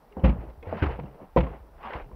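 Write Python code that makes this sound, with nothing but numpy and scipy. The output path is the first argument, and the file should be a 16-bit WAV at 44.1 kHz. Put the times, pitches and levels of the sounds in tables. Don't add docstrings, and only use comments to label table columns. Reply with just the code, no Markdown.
import sys
import numpy as np
from scipy import signal
from scipy.io import wavfile
from scipy.ndimage import uniform_filter1d

SR = 44100
rng = np.random.default_rng(int(sys.argv[2]) if len(sys.argv) > 2 else 0)


def rack_gain(trim_db):
    fader = np.asarray(trim_db, float)
    return 10 ** (fader / 20)


def to_wav(sig):
    pcm = np.clip(np.atleast_2d(sig), -1, 1) * 32767
    pcm = np.round(pcm).astype(np.int16)
    wavfile.write(sys.argv[1], SR, pcm.T)


N = 94815


def evened(x):
    return x / np.sqrt(np.mean(x ** 2) + 1e-20)


def colour(x, points):
    f, db = np.transpose(points)
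    hz = abs(np.fft.fftfreq(8192, 1 / SR))
    curve_db = np.interp(np.log(hz + 1), np.log(f + 1), db)
    log_gain = np.log(rack_gain(np.maximum(curve_db, -100)))
    taps = np.fft.ifft(np.exp(np.conj(signal.hilbert(log_gain)))).real[:4096]
    return signal.fftconvolve(x, taps)[:len(x)]


def add(mix, s, sound):
    part = mix[round(s * SR):][:len(sound)]
    part += sound[:len(part)]


def ring(modes, chance, t):
    spot_db, spot_detune = 4.5, 0.026
    out = np.zeros(len(t))
    for (hz, db, t60), (louder, sharper) in zip(modes, chance):
        fade = rack_gain(db + spot_db * louder - 60 * t / t60)
        out += fade * np.sin(2 * np.pi * hz * (1 + spot_detune * sharper) * t)
    return out


# pitch in Hz, level in dB, time to fall by 60 dB in seconds.
PANELS = [(142.1, -9.5, 0.29), (175.2, -6.5, 0.2), (200.7, -1, 0.16), (229, -7, 0.14), (256, -2.5, 0.12),
          (305, -5, 0.081), (330, -9.5, 0.17)]
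# pitch in Hz, level in dB, time to fall by 60 dB in seconds.
BOARDS = [(352.5, 0.5, 0.056), (385, -0.5, 0.049), (461.3, 5.5, 0.094), (497, 3, 0.092), (516, 7, 0.064),
          (686, 5.5, 0.047), (746, 3.5, 0.06), (850, 3.5, 0.037), (957, -12.5, 0.015), (1130, -28, .04),
          (1525, -27.5, 0.03)]
# frequency in Hz, level in dB per Hz.
CRUST = [(530, -21), (900, 0), (1510, -7), (1780, -9), (2000, -7.5), (2700, -11.5), (4450, -30),
         (9000, -55), (11700, -108.5), (19800, -120)]


def blow(knock_db, thud_db, crunch_db, length, draw):
    cracks_per_s, crack_spread_db, crack_fade_db = 500, 2.5, -12
    crumble_t60, crumble_share, crunch_rise_s = .2, .3, 0.0041
    t = np.arange(len(draw)) / SR

    run = rack_gain(crack_fade_db * (t / length) ** 2)
    happens = draw[:, 0] > -np.log(cracks_per_s / SR)
    cracks = run * happens * np.sign(draw[:, 1]) * rack_gain(crack_spread_db * draw[:, 1])
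    cracks[0] = 1.87

    out = np.zeros(len(t))
    soft_start = np.minimum(t / 0.0009, 1)
    for modes, db, column in ((BOARDS, knock_db - 12, 2), (PANELS, thud_db - 3.5, 4)):
        chance = draw[:len(modes), column:column + 2]
        body = signal.fftconvolve(cracks, ring(modes, chance, t) * soft_start)[:len(t)]
        out += rack_gain(db) * body / np.sqrt(np.mean(body[:1000] ** 2))

    rise = t / crunch_rise_s
    tail = crumble_share * rack_gain(-60 * t / crumble_t60)
    crumble = draw[:, 3] * (run + tail) * np.minimum(rise, 1)
    crust = colour(crumble + 3 * cracks * np.minimum(rise + 0.28, 1), CRUST)
    return out + rack_gain(crunch_db - 7) * crust / np.sqrt(np.mean(crust[:1000] ** 2))


# start in seconds, board knock in dB, panel thud in dB,
# crunch in dB, length of the cracking in seconds.
BLOWS = [(0.169, -26.5, -31.5, -80, 0.034), (0.238, -14.5, -17, -25.5, 0.033),
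         (0.255, -19.5, -23.5, -34, 0.037), (0.29, -36, -24, -35, 0.016), (0.436, -51, -41, -58, 0.014),
         (0.486, -38, -45.5, -64, 0.019), (0.626, -32.5, -69, -53, 0.023), (0.668, -29.5, -50, -49, 0.018),
         (0.73, -24.5, -35.5, -48, 0.0052), (0.823, -19.5, -22, -26, 0.025),
         (0.856, -42, -52, -34.5, 0.022), (0.906, -36, -50, -40, 0.021), (0.99, -25.5, -35, -43.5, 0.011),
         (1.037, -40, -38, -73, 0.012), (1.217, -39, -41.5, -69, 0.017),
         (1.363, -10.5, -21.5, -32.5, 0.012), (1.371, -13.5, -17, -25, 0.018),
         (1.381, -15, -25, -32.5, 0.018), (1.402, -32.5, -40.5, -31.5, 0.013),
         (1.429, -25, -34, -44, 0.021), (1.47, -32, -42.5, -54.5, 0.021), (1.928, -33, -53, -35.5, 0.029),
         (1.954, -25.5, -46, -39, 0.022), (2.113, -44, -46.5, -85, 0.033)]


def blows():
    out = np.zeros(N)
    for s, *rest in BLOWS:
        draw = rng.standard_normal((SR // 3, 6))
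        draw[:, 0] = rng.exponential(1, len(draw))
        add(out, s, blow(*rest, draw))
    return out


def boom(hz, db, t60):
    rise_cycles = 0.41
    t = np.arange(SR // 2) / SR
    turns = hz * t + 0.18 * (1 - np.exp(-t / 0.0082))
    swing = np.sin(np.pi / 2 * np.minimum(t * hz / rise_cycles, 1)) ** 2
    return rack_gain(db + 3.0 - 60 * t / t60) * swing * np.sin(2 * np.pi * turns)


# start in seconds, pitch in Hz, level in dB, time to fall by 60 dB in seconds.
BOOMS = [(0.169, 70, -40, 0.37), (0.234, 58.4, -12, 0.35), (.24, 33, -26, 0.27), (0.256, 105, -22.5, 0.12),
         (0.286, 51.6, -19, 0.22), (0.377, 56, -26.5, 0.31), (0.469, 56.5, -36.5, 0.2),
         (.33, 185, -38, 0.29), (.36, 121.7, -35, 0.24), (0.575, 67, -42.5, 0.38),
         (0.668, 87.6, -34.5, 0.6), (0.821, 76.4, -14.5, 0.11), (.86, 68.8, -23, .25),
         (0.887, 45, -29.5, 0.23), (.9, 130, -36.5, .2), (0.951, 59.2, -33, 0.27), (1.0, 135.8, -36, 0.37),
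         (1.034, 140, -33, 0.1), (1.047, 55.6, -39.5, 0.23), (1.362, 56, -19.5, 0.59),
         (1.37, 35.2, -29, .2), (1.426, 56.6, -21, 0.39), (1.503, 53.6, -30, 0.1),
         (1.21, 90.5, -47.5, 0.14), (1.321, 60, -51.5, 0.21), (1.555, 56.3, -50, 0.36),
         (1.603, 54.9, -41, 0.57), (1.75, 61.9, -52.5, 1), (1.95, 55.7, -32.5, 0.16),
         (1.7, 54.4, -49.5, 0.34), (1.859, 59.7, -50, 0.26), (2.009, 33, -33, 0.2),
         (2.127, 50.6, -35.5, 0.25)]
# start in seconds, pitch in Hz, level in dB, time to fall by 60 dB in seconds.
TOCKS = [(.113, 410, -53, .9), (.124, 2760, -55, .03), (.127, 2150, -58, .03), (.167, 850, -44, .085),
         (.168, 202, -42, .11), (.197, 2960, -56, .03), (.239, 202, -22, .22), (.385, 260, -44, .15),
         (.6278, 2140, -48, .04), (.628, 3400, -58, .03), (.629, 2500, -51, .04), (.7265, 620, -19, .03),
         (.7285, 215, -31, .18), (.822, 385, -29, .12), (.8243, 1500, -27, .041), (1.06, 2700, -59, .04),
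         (1.362, 228, -22, .11), (1.3635, 540, -18.5, .091), (1.368, 661, -21.5, .1),
         (1.37, 975, -14.5, .04), (1.466, 1055, -37, .06), (1.849, 219, -45.5, .2), (1.933, 986, -37, .1),
         (2.06, 125, -45, .2), (2.115, 1000, -47, .05)]


def booms_and_tocks():
    out = np.zeros(N)
    for s, *rest in BOOMS + TOCKS:
        add(out, s, boom(*rest))
    return out


def snap(db, t60, draw):
    t = np.arange(len(draw)) / SR
    burst = colour(draw * rack_gain(-60 * t / t60) * np.minimum(t / .0007, 1), CRUST)
    return rack_gain(db) * burst / np.sqrt(np.mean(burst[:300] ** 2))


# start in seconds, level in dB, time to fall by 60 dB in seconds.
SNAPS = [(.2465, -31, 0.079), (0.258, -38, 0.051), (.278, -40.5, 0.081), (0.302, -47, 0.083),
         (.405, -57, 0.18), (.499, -58, 0.048), (.684, -54, 0.035), (.769, -46, 0.11),
         (.8645, -39.5, 0.037), (.957, -51.5, .05), (.969, -56, 0.033), (.998, -44, 0.032),
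         (1.034, -58, 0.023), (1.144, -62, .05), (1.386, -37, 0.027), (1.41, -40, 0.022),
         (1.437, -47.5, .08), (1.468, -49, 0.039), (1.49, -57, 0.12), (1.829, -49, .05), (1.933, -39, .06),
         (2.015, -53, 0.068), (2.041, -63, .04), (2.061, -67, 0.026), (2.126, -68, 0.023)]


def snaps():
    out = np.zeros(N)
    for s, *rest in SNAPS:
        add(out, s, snap(*rest, rng.standard_normal(SR // 8)))
    return out


# frequency in Hz, level in dB per Hz.
GRIT = [(88, -35.5), (150, 1.5), (259, -6.5), (427, 0), (627, -3), (894, -6.5), (1400, -14.5),
        (2900, -22.5), (3600, -35.5), (5200, -43.5), (7000, -64.5), (9100, -86.5), (15400, -120)]
# time in seconds, level in dB, extra level of the low part in dB.
STROKES = [
    [(0, -74, 2), (.1, -68.5, -7), (.2, -60, 8.5), (.33, -57, 11), (.39, -66, 11), (.43, -61.5, 8),
     (.5, -68, 6), (.53, -73, 7.5), (.62, -77, 11)],
    [(.66, -55, -2.5), (.71, -47, -4), (0.755, -48, 0.5), (0.786, -38.5, -16), (.87, -42.5, -5.5),
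     (0.915, -43.5, -2), (.94, -46.5, -0.5), (.97, -55, -3), (1.05, -62.5, 6)],
    [(1.1, -65.5, 6), (1.15, -68, 8.5), (1.22, -62, 5.5), (1.33, -70, -9), (1.45, -54.5, 5.5),
     (1.555, -55.5, 1.5), (1.59, -64.5, 0.5), (1.66, -78.5, 14)],
    [(1.72, -73, 6.5), (1.8, -56, -8), (1.859, -40, -38), (1.91, -41.5, -20.5), (1.95, -43, -15.5),
     (2.0, -44.5, -4.5), (2.03, -59, -4.5), (2.08, -72, 10.5), (2.15, -71.5, 9)],
]


def scrape():
    grains_per_s, grain_spread_db, clump_db, split_hz = 7000, 1.5, 2.5, 934
    s, level_db, low_db = np.vstack(STROKES).T
    t = np.arange(N) / SR

    happens = rng.random(N) < grains_per_s / SR
    grains = happens * rng.standard_normal(N) * rack_gain(grain_spread_db * rng.exponential(1, N))

    z = signal.stft(colour(grains, GRIT), nperseg=256, noverlap=192)[2]
    patches = uniform_filter1d(rng.standard_normal(z.shape[::-1]), size=14, axis=0)
    patches = uniform_filter1d(patches, size=4, axis=1)
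    clumped = z * rack_gain(clump_db * evened(patches).T)
    grit = signal.istft(clumped, nperseg=256, noverlap=192)[1][:N]

    low = signal.sosfilt(signal.butter(2, split_hz, fs=SR, output="sos"), grit)
    high = signal.sosfilt(signal.butter(2, split_hz, "high", fs=SR, output="sos"), grit)
    scale = rack_gain(np.interp(t, s, level_db)) / np.std(high)
    return scale * (low * rack_gain(np.interp(t, s, low_db)) - high)


# time in seconds, pitch in Hz, level in dB.
SING = [(1.8, 1130, -66), (1.848, 1050, -42), (1.887, 810, -40.5), (1.903, 900, -54), (1.929, 900, -43.5),
        (1.945, 920, -42.5), (1.988, 850, -50), (2.049, 800, -81)]


def sing():
    width_hz = 320
    s, hz, db = np.transpose(SING)
    t = np.arange(N) / SR
    turn = np.exp(2j * np.pi * np.cumsum(np.interp(t, s, hz)) / SR)
    r = np.exp(-np.pi * width_hz / SR)
    narrow = signal.lfilter([1 - r], [1, -2 * r, r * r], rng.standard_normal(N) / turn)
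    tone = (turn * narrow).real
    return evened(tone) * rack_gain(np.interp(t, s, db, -120, -120))


# frequency in Hz, level in dB per Hz.
AIR = [(15, -37), (25, 19), (77, -4.5), (291, -9.5), (516, -10.5), (894, -6), (1000, -11), (2510, -28),
       (6000, -29.5), (7800, -78), (13200, -120)]


def winter_air():
    return rack_gain(-55.5) * evened(colour(rng.standard_normal(N), AIR + [(9000, -75.5)]))


def scene():
    mix = blows() + booms_and_tocks() + snaps() + scrape() + sing() + winter_air()
    return mix[None]


# frequency in Hz, level in dB per Hz.
HISS = [(3530, -19.5), (6000, -12.5), (7100, -9), (8900, -6), (15100, -2), (16000, -3)]


def preamp_hiss(heard):
    hiss = rack_gain(-75.5) * evened(colour(rng.standard_normal(N), [(3000, -39.5)] + HISS))
    return hiss * (1 + 3 * uniform_filter1d(abs(heard), size=900))


def roll_off(x):
    return signal.sosfilt(signal.butter(12, 16810, fs=SR, output="sos"), x)


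def record(dry):
    dull_hz, edge_hz, ceiling = 4700, 15720, .75
    cut = signal.sosfilt(signal.butter(2, 22, "high", fs=SR, output="sos"), dry)
    soft = ceiling * np.tanh(cut / ceiling)
    dull = signal.sosfilt(signal.butter(1, dull_hz, fs=SR, output="sos"), soft)
    edge = signal.firwin(1023, edge_hz, window=("kaiser", 9), fs=SR)[None]
    return roll_off(signal.oaconvolve(dull + preamp_hiss(dull), edge, "same"))


dry = scene()
out = record(dry)
to_wav(out)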